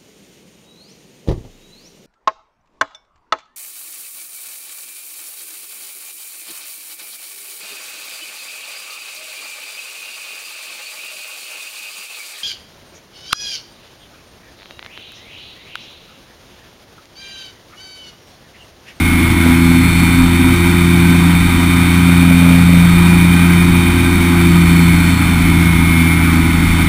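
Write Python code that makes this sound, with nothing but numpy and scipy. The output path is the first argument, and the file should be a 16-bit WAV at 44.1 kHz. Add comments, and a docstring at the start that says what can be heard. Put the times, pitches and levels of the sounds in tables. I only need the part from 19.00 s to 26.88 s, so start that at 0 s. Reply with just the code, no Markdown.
"""A microlight trike cruises low over a desert, heard from a boom fixed to its own frame.
Throughout, a two-stroke twin drones as harmonics of its crank, buzzes, whines and clatters;
through a reduction gear it turns a three-blade propeller with tones, rasping noise and rumbling wash.
Short dull overload bursts of shaped noise near 0.5, 2.2 and 3.6 s; engine speed climbs until about 5 s, then sinks.
A small camera clips peaks and holds coarse samples, adding a fizzy top."""
import sys
import numpy as np
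from scipy import signal
from scipy.fft import rfft, irfft
from scipy.io import wavfile
from scipy.ndimage import uniform_filter1d

SR = 44100
rng = np.random.default_rng(int(sys.argv[2]) if len(sys.argv) > 2 else 0)


def unload_audio(sound):
    """Save the sound as a 16-bit wav file, at the path given as the first command line argument."""
    columns = np.transpose(np.atleast_2d(sound))
    # keep every value between -1 and 1, then stretch to whole-number steps
    steps = np.round(np.clip(columns, -1, 1) * 32767)
    wavfile.write(sys.argv[1], SR, steps.astype(np.int16))


N = 347508
GEAR_RATIO = 55 / 21  # crank turns per propeller turn


def undb(db):
    """Decibels to amplitude gain."""
    return 10 ** (np.asarray(db) / 20)


def curve(table):
    """A timed table, interpolated to one value per sample."""
    return np.interp(np.arange(N) / SR, *np.transpose(table))


def spectrum_db(points, hz):
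    """Read a spectrum in dB on a log-frequency axis."""
    at_hz, db = np.transpose(points)
    return np.interp(np.log(hz + 1e-3), np.log(at_hz), db)


def walk(rate_hz):
    """Smooth chance with a spread of 1 and about rate_hz new values a second."""
    step = max(int(SR / rate_hz), 2)
    steps = np.repeat(rng.standard_normal(N // step + 2), step)
    start = rng.integers(step)
    smooth = uniform_filter1d(steps, step)[start:][:N]
    return smooth / smooth.std()


def colour(noise, points, modes=()):
    """Shape white noise to a spectrum in dB per Hz, lifted at each resonance."""
    hz = np.arange(N // 2 + 1) * SR / N
    db = spectrum_db(points, hz)
    for centre_hz, width_hz, lift_db in modes:
        db = db + lift_db / (1 + (2 * (hz - centre_hz) / width_hz) ** 2)
    top_hz = points[-1][0]
    rolloff = 1 / (1 + (hz / (2 * top_hz)) ** 4)
    spectrum = rfft(noise / noise.std()) * undb(db) * rolloff
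    return irfft(spectrum, N) * np.sqrt(SR / 2)


def tone(turns, rms_db, flutter, rate_hz):
    """A partial that starts each cycle with suction; turbulent air shakes its size and phase."""
    angle = 2 * np.pi * turns
    in_phase = (1 + flutter * walk(rate_hz)) * np.cos(angle)
    quadrature = flutter * walk(rate_hz) * np.sin(angle)
    unit_rms = np.sqrt(2 / (1 + 2 * flutter ** 2))
    return -(in_phase + quadrature) * undb(rms_db) * unit_rms


def blades(crank):
    """Swings between 1 and -1 once for each of the three passing blades."""
    return np.cos(2 * np.pi * 3 * crank / GEAR_RATIO)


# engine speed: start_s, crank_hz
CRANK_SPEED = [(0.0, 83.45), (0.6, 84.25), (1.28, 85.7), (1.64, 86.16), (2.2, 85.72), (2.8, 86.17),
               (3.6, 86.42), (3.76, 86.17), (4.32, 86.45), (5.04, 86.48), (5.96, 84.74), (6.12, 85),
               (6.44, 84.19), (7.0, 83.3), (7.48, 82.35), (7.88, 82.5)]


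def crank_speed():
    """Crank turns per second, which set the pitch of every engine and propeller tone."""
    return curve(CRANK_SPEED)


# firing tone, two beats a turn, before trim: start_s, level_db
FIRING_LEVEL = [(0.0, -21.5), (0.28, -23.5), (0.68, -12.5), (0.96, -16.5), (1.24, -14), (1.44, -20),
                (1.92, -10.5), (2.2, -9.5), (2.56, -16), (3.04, -10.5), (3.84, -7.5), (4.76, -11),
                (4.96, -21.9), (5.56, -9.0), (5.92, -9), (6.16, -18.5), (6.52, -13), (7.88, -17)]
# overtone, three beats a turn, before trim: start_s, level_db
THIRD_LEVEL = [(0.0, -24), (0.2, -17.5), (0.36, -22.1), (0.48, -12.5), (0.8, -12), (0.92, -22.5),
               (1.2, -10.5), (1.36, -21.3), (1.48, -11.5), (1.6, -23), (2.0, -16.5), (2.28, -22.5),
               (3.4, -13.5), (3.96, -23), (4.84, -18.5), (6.76, -23), (6.96, -18), (7.88, -25)]
# overtone, four beats a turn, before trim: start_s, level_db
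FOURTH_LEVEL = [(0.0, -27), (0.6, -20.5), (1.2, -34.5), (1.32, -24.0), (1.48, -20.5), (2.12, -23),
                (2.2, -28.5), (3.2, -29), (3.84, -35.5), (4.0, -24.5), (4.36, -28), (5.44, -20.5),
                (6.32, -36), (6.48, -24), (7.64, -31.1), (7.88, -28)]


def exhaust(crank, hz, crank_db=-15.5, lag_s=0.0017, drift_turns=0.15):
    """A steady crank tone, the firing tone at two a turn, and overtones drifting in phase in the airstream."""
    firing_db = 0.02 + curve(FIRING_LEVEL)
    third_db = 0.14 + curve(THIRD_LEVEL)
    fourth_db = 0.44 + curve(FOURTH_LEVEL)
    # the once-a-turn shake takes a slightly longer path than the firings
    first = tone(crank - lag_s * hz, crank_db, flutter=0.047, rate_hz=13)
    second = tone(2 * crank, firing_db, flutter=0.068, rate_hz=10)
    third = tone(3 * crank + drift_turns * walk(1.993), third_db, flutter=0.16, rate_hz=16)
    fourth = tone(4 * crank + drift_turns * walk(1.997), fourth_db, flutter=0.12, rate_hz=12)
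    return first + second + third + fourth


# crank orders that the firings and gear teeth drive hard: crank_multiple
WHINE_ORDERS = [22, 24, 26, 27, 28, 35, 42, 44, 48, 50, 52, 54]
# weak crank orders, even ones, before flutter: pitch_hz, level_db
BUZZ_SPECTRUM = [(430, -39), (560, -56), (880, -41), (1400, -40), (1700, -45.5), (2100, -37), (2500, -43),
                 (2850, -60), (3080, -43), (3350, -53.5), (3700, -45), (4000, -52), (4900, -63),
                 (5700, -51.5)]


def buzz(crank, mean_hz, odd_db=-5.0, flutter=0.37, end_order=69):
    """The comb of crank harmonics; two alike cylinders favour the even ones."""
    shakes = [1 + flutter * walk(17) for _ in range(7)]  # shared out among the orders
    orders = np.setdiff1d(np.arange(5, end_order), WHINE_ORDERS)
    level_db = spectrum_db(BUZZ_SPECTRUM, orders * mean_hz) + odd_db * (orders % 2)
    sizes = np.sqrt(2) * undb(level_db)
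    angle = (2 * np.pi * (crank % 1)).astype(np.float32)
    total = 0
    for order, size in zip(orders, sizes):
        phase = 2 * np.pi * rng.random()
        total = total + size * shakes[order % len(shakes)] * np.cos(int(order) * angle + phase)
    return total


# casing and gearbox resonances, before drive and trim: centre_hz, width_hz, level_db
WHINE_RESONANCES = [(1930, 180, -35), (2040, 120, -35), (2167, 31, -22.5), (2200, 146, -26),
                    (2327, 29, -24), (2381, 32, -27.5), (2433, 54, -25.5), (3010, 100, -35),
                    (3538, 93, -35), (3617, 115, -31.5), (3790, 100, -31.5), (4250, 26.9, -38.5),
                    (4242, 100, -37.5), (4315, 40, -42), (4426, 92, -36.5), (4500, 100, -44)]
# drive of each whine order: drive_db
WHINE_DRIVE = [0, -1.5, -0.36, -8.5, 1, -5.5, -0.7, -6, -1, 0.1, -1, -3.5]


def whine(crank, hz, load, level_db=0.36, load_db_per_hz_per_s=0.43):
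    """Strong orders swell and fade as speed carries them across the casing's resonances; load lifts them."""
    grid_hz = np.arange(1, 6000)
    power = 0
    for centre_hz, width_hz, peak_db in WHINE_RESONANCES:
        size = undb(peak_db) / (1 + (2 * (grid_hz - centre_hz) / width_hz) ** 2)
        power = power + size ** 2
    response_db = 10 * np.log10(power)
    total = 0
    for order, drive_db in zip(WHINE_ORDERS, WHINE_DRIVE):
        order_db = drive_db + np.interp(order * hz, grid_hz, response_db)
        total = total + tone(order * crank + rng.random(), order_db, flutter=0.17, rate_hz=30)
    return total * undb(level_db + load_db_per_hz_per_s * load)


# clatter noise: pitch_hz, level_db_per_hz
CLATTER_SPECTRUM = [(1000, -76.5), (1750, -62.5), (2100, -53.5), (2430, -52), (2650, -63.5), (2850, -68),
                    (3600, -61.5), (4050, -69), (4600, -68), (4900, -73.5), (5400, -70), (5800, -69.5)]
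# crankcase resonances: centre_hz, width_hz, lift_db
CASING_RESONANCES = [(2300, 80, 2.5), (3080, 100, 8.5), (3650, 230, 3.5)]


def clatter(crank, turn_db=1.2, firing_db=.5, slap_db=1.4, flicker_db=0.66):
    """Gas and piston noise pulses within each turn and rings the crankcase."""
    angle = 2 * np.pi * crank
    pulse_db = -turn_db * np.cos(angle) - firing_db * np.cos(2 * angle) - slap_db * np.cos(3 * angle)
    gate = undb(pulse_db + flicker_db * walk(30))
    return colour(gate * rng.standard_normal(N), CLATTER_SPECTRUM, CASING_RESONANCES)


# propeller tones, alone and beating with the crank: crank_multiple, propeller_multiple
PROPELLER_ORDERS = [(0, 1), (0, 3), (0, 6), (0, 12), (0, 15), (1, -1), (1, 1), (2, -1), (2, 1), (3, 1),
                    (19, -6), (19, -3)]
# level of each propeller tone: level_db
PROPELLER_LEVEL = [-40, -36.5, -30, -63, -57, -47.5, -27, -32.5, -48, -31.5, -41.5, -38.5]


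def propeller(crank):
    """Blade tones, and side tones where the turning propeller sways the engine's sound."""
    shaft = crank / GEAR_RATIO
    total = 0
    for (crank_order, shaft_order), level_db in zip(PROPELLER_ORDERS, PROPELLER_LEVEL):
        turns = crank_order * crank + shaft_order * shaft
        total = total + tone(turns, level_db, flutter=0.69, rate_hz=11)
    return total


# blade noise, before swell: pitch_hz, level_db_per_hz
RASP_SPECTRUM = [(200, -80), (540, -72.5), (700, -62.5), (900, -60), (1450, -55), (1600, -57), (1750, -64),
                 (2200, -68)]
# frame tube resonances: centre_hz, width_hz, lift_db
FRAME_RESONANCES = [(625, 32, 4), (725, 21, 5.5), (834, 62, 6.5), (970, 57, 7.5), (1120, 26, 2),
                    (1249, 41, 7), (1420, 33, 1), (1560, 50, 3)]


def rasp(crank, hz, blade_db=1.9, flicker_db=0.64, inflow_db=0.64, rise_db_per_hz=0.36, level_db=0.22):
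    """Blades tear the engine's wake, louder with speed, uneven with inflow; frame tubes colour the noise."""
    swell_db = level_db + rise_db_per_hz * (hz - hz.mean()) + inflow_db * walk(5)
    gate = undb(blade_db * blades(crank) + flicker_db * walk(14))
    noise = colour(gate * rng.standard_normal(N), RASP_SPECTRUM, FRAME_RESONANCES)
    return noise * undb(swell_db)


# propeller wash and shaking boom, before gusts: pitch_hz, level_db_per_hz
WASH_SPECTRUM = [(14, -68), (25, -39.5), (32, -37.5), (42, -48), (54, -39), (72, -54), (120, -44.5),
                 (155, -52.5), (195, -40.5), (230, -45.5), (275, -39), (320, -45), (365, -56.5),
                 (540, -73.5)]


def wash(gust_db=0.9):
    """Low, gusty rumble of churned air and the shaking boom."""
    return colour(rng.standard_normal(N), WASH_SPECTRUM) * undb(gust_db * walk(6))


# overload bursts: peak_s, peak_gain_db
OVERLOAD_TIMES = [(.461, -23), (2.15, -23.5), (3.588, -21)]
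# their dull colour, before peak gain: pitch_hz, level_db_per_hz
OVERLOAD_SPECTRUM = [(150, -28), (450, -32), (800, -29), (1600, -48), (4000, -62)]


def overload_bursts(length_s=0.0069):
    """The camera overloads for a moment: noise under short bell-shaped swells."""
    t = np.arange(N) / SR
    swells = sum(undb(gain_db) * np.exp(-((t - peak_s) / length_s) ** 2) for peak_s, gain_db in OVERLOAD_TIMES)
    return swells * colour(rng.standard_normal(N), OVERLOAD_SPECTRUM)


def scene(load_s=0.37):
    """One crankshaft drives engine and propeller; open air gives no echo."""
    hz = crank_speed()
    crank = np.cumsum(hz) / SR  # turns
    # smoothed speed gain, Hz per s: the engine pulls harder while it speeds up
    load = uniform_filter1d(np.gradient(hz) * SR, int(load_s * SR))
    engine = exhaust(crank, hz) + buzz(crank, hz.mean()) + whine(crank, hz, load) + clatter(crank)
    air = propeller(crank) + rasp(crank, hz) + wash()
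    return (engine + air + overload_bursts())[None]


def lowpass(x, cutoff_hz, order):
    """A steep treble cut."""
    sos = signal.ellip(order, .2, 80, cutoff_hz, fs=SR, output="sos")
    return signal.sosfilt(sos, x)


def record(dry, input_hz=5820, ceiling=.93, hold_hz=12000, top_hz=15350):
    """The camera clips tall peaks and holds each coarse sample, mirroring the sound into the treble."""
    clipped = np.clip(lowpass(dry, input_hz, order=9), -ceiling, ceiling)
    coarse = signal.resample(clipped, round(N * hold_hz / SR), axis=-1)
    held = np.repeat(coarse, 4, axis=-1)
    stairs = signal.resample(held, N, axis=-1)
    return lowpass(stairs, top_hz, order=11)


dry = scene()
out = record(dry)
unload_audio(out)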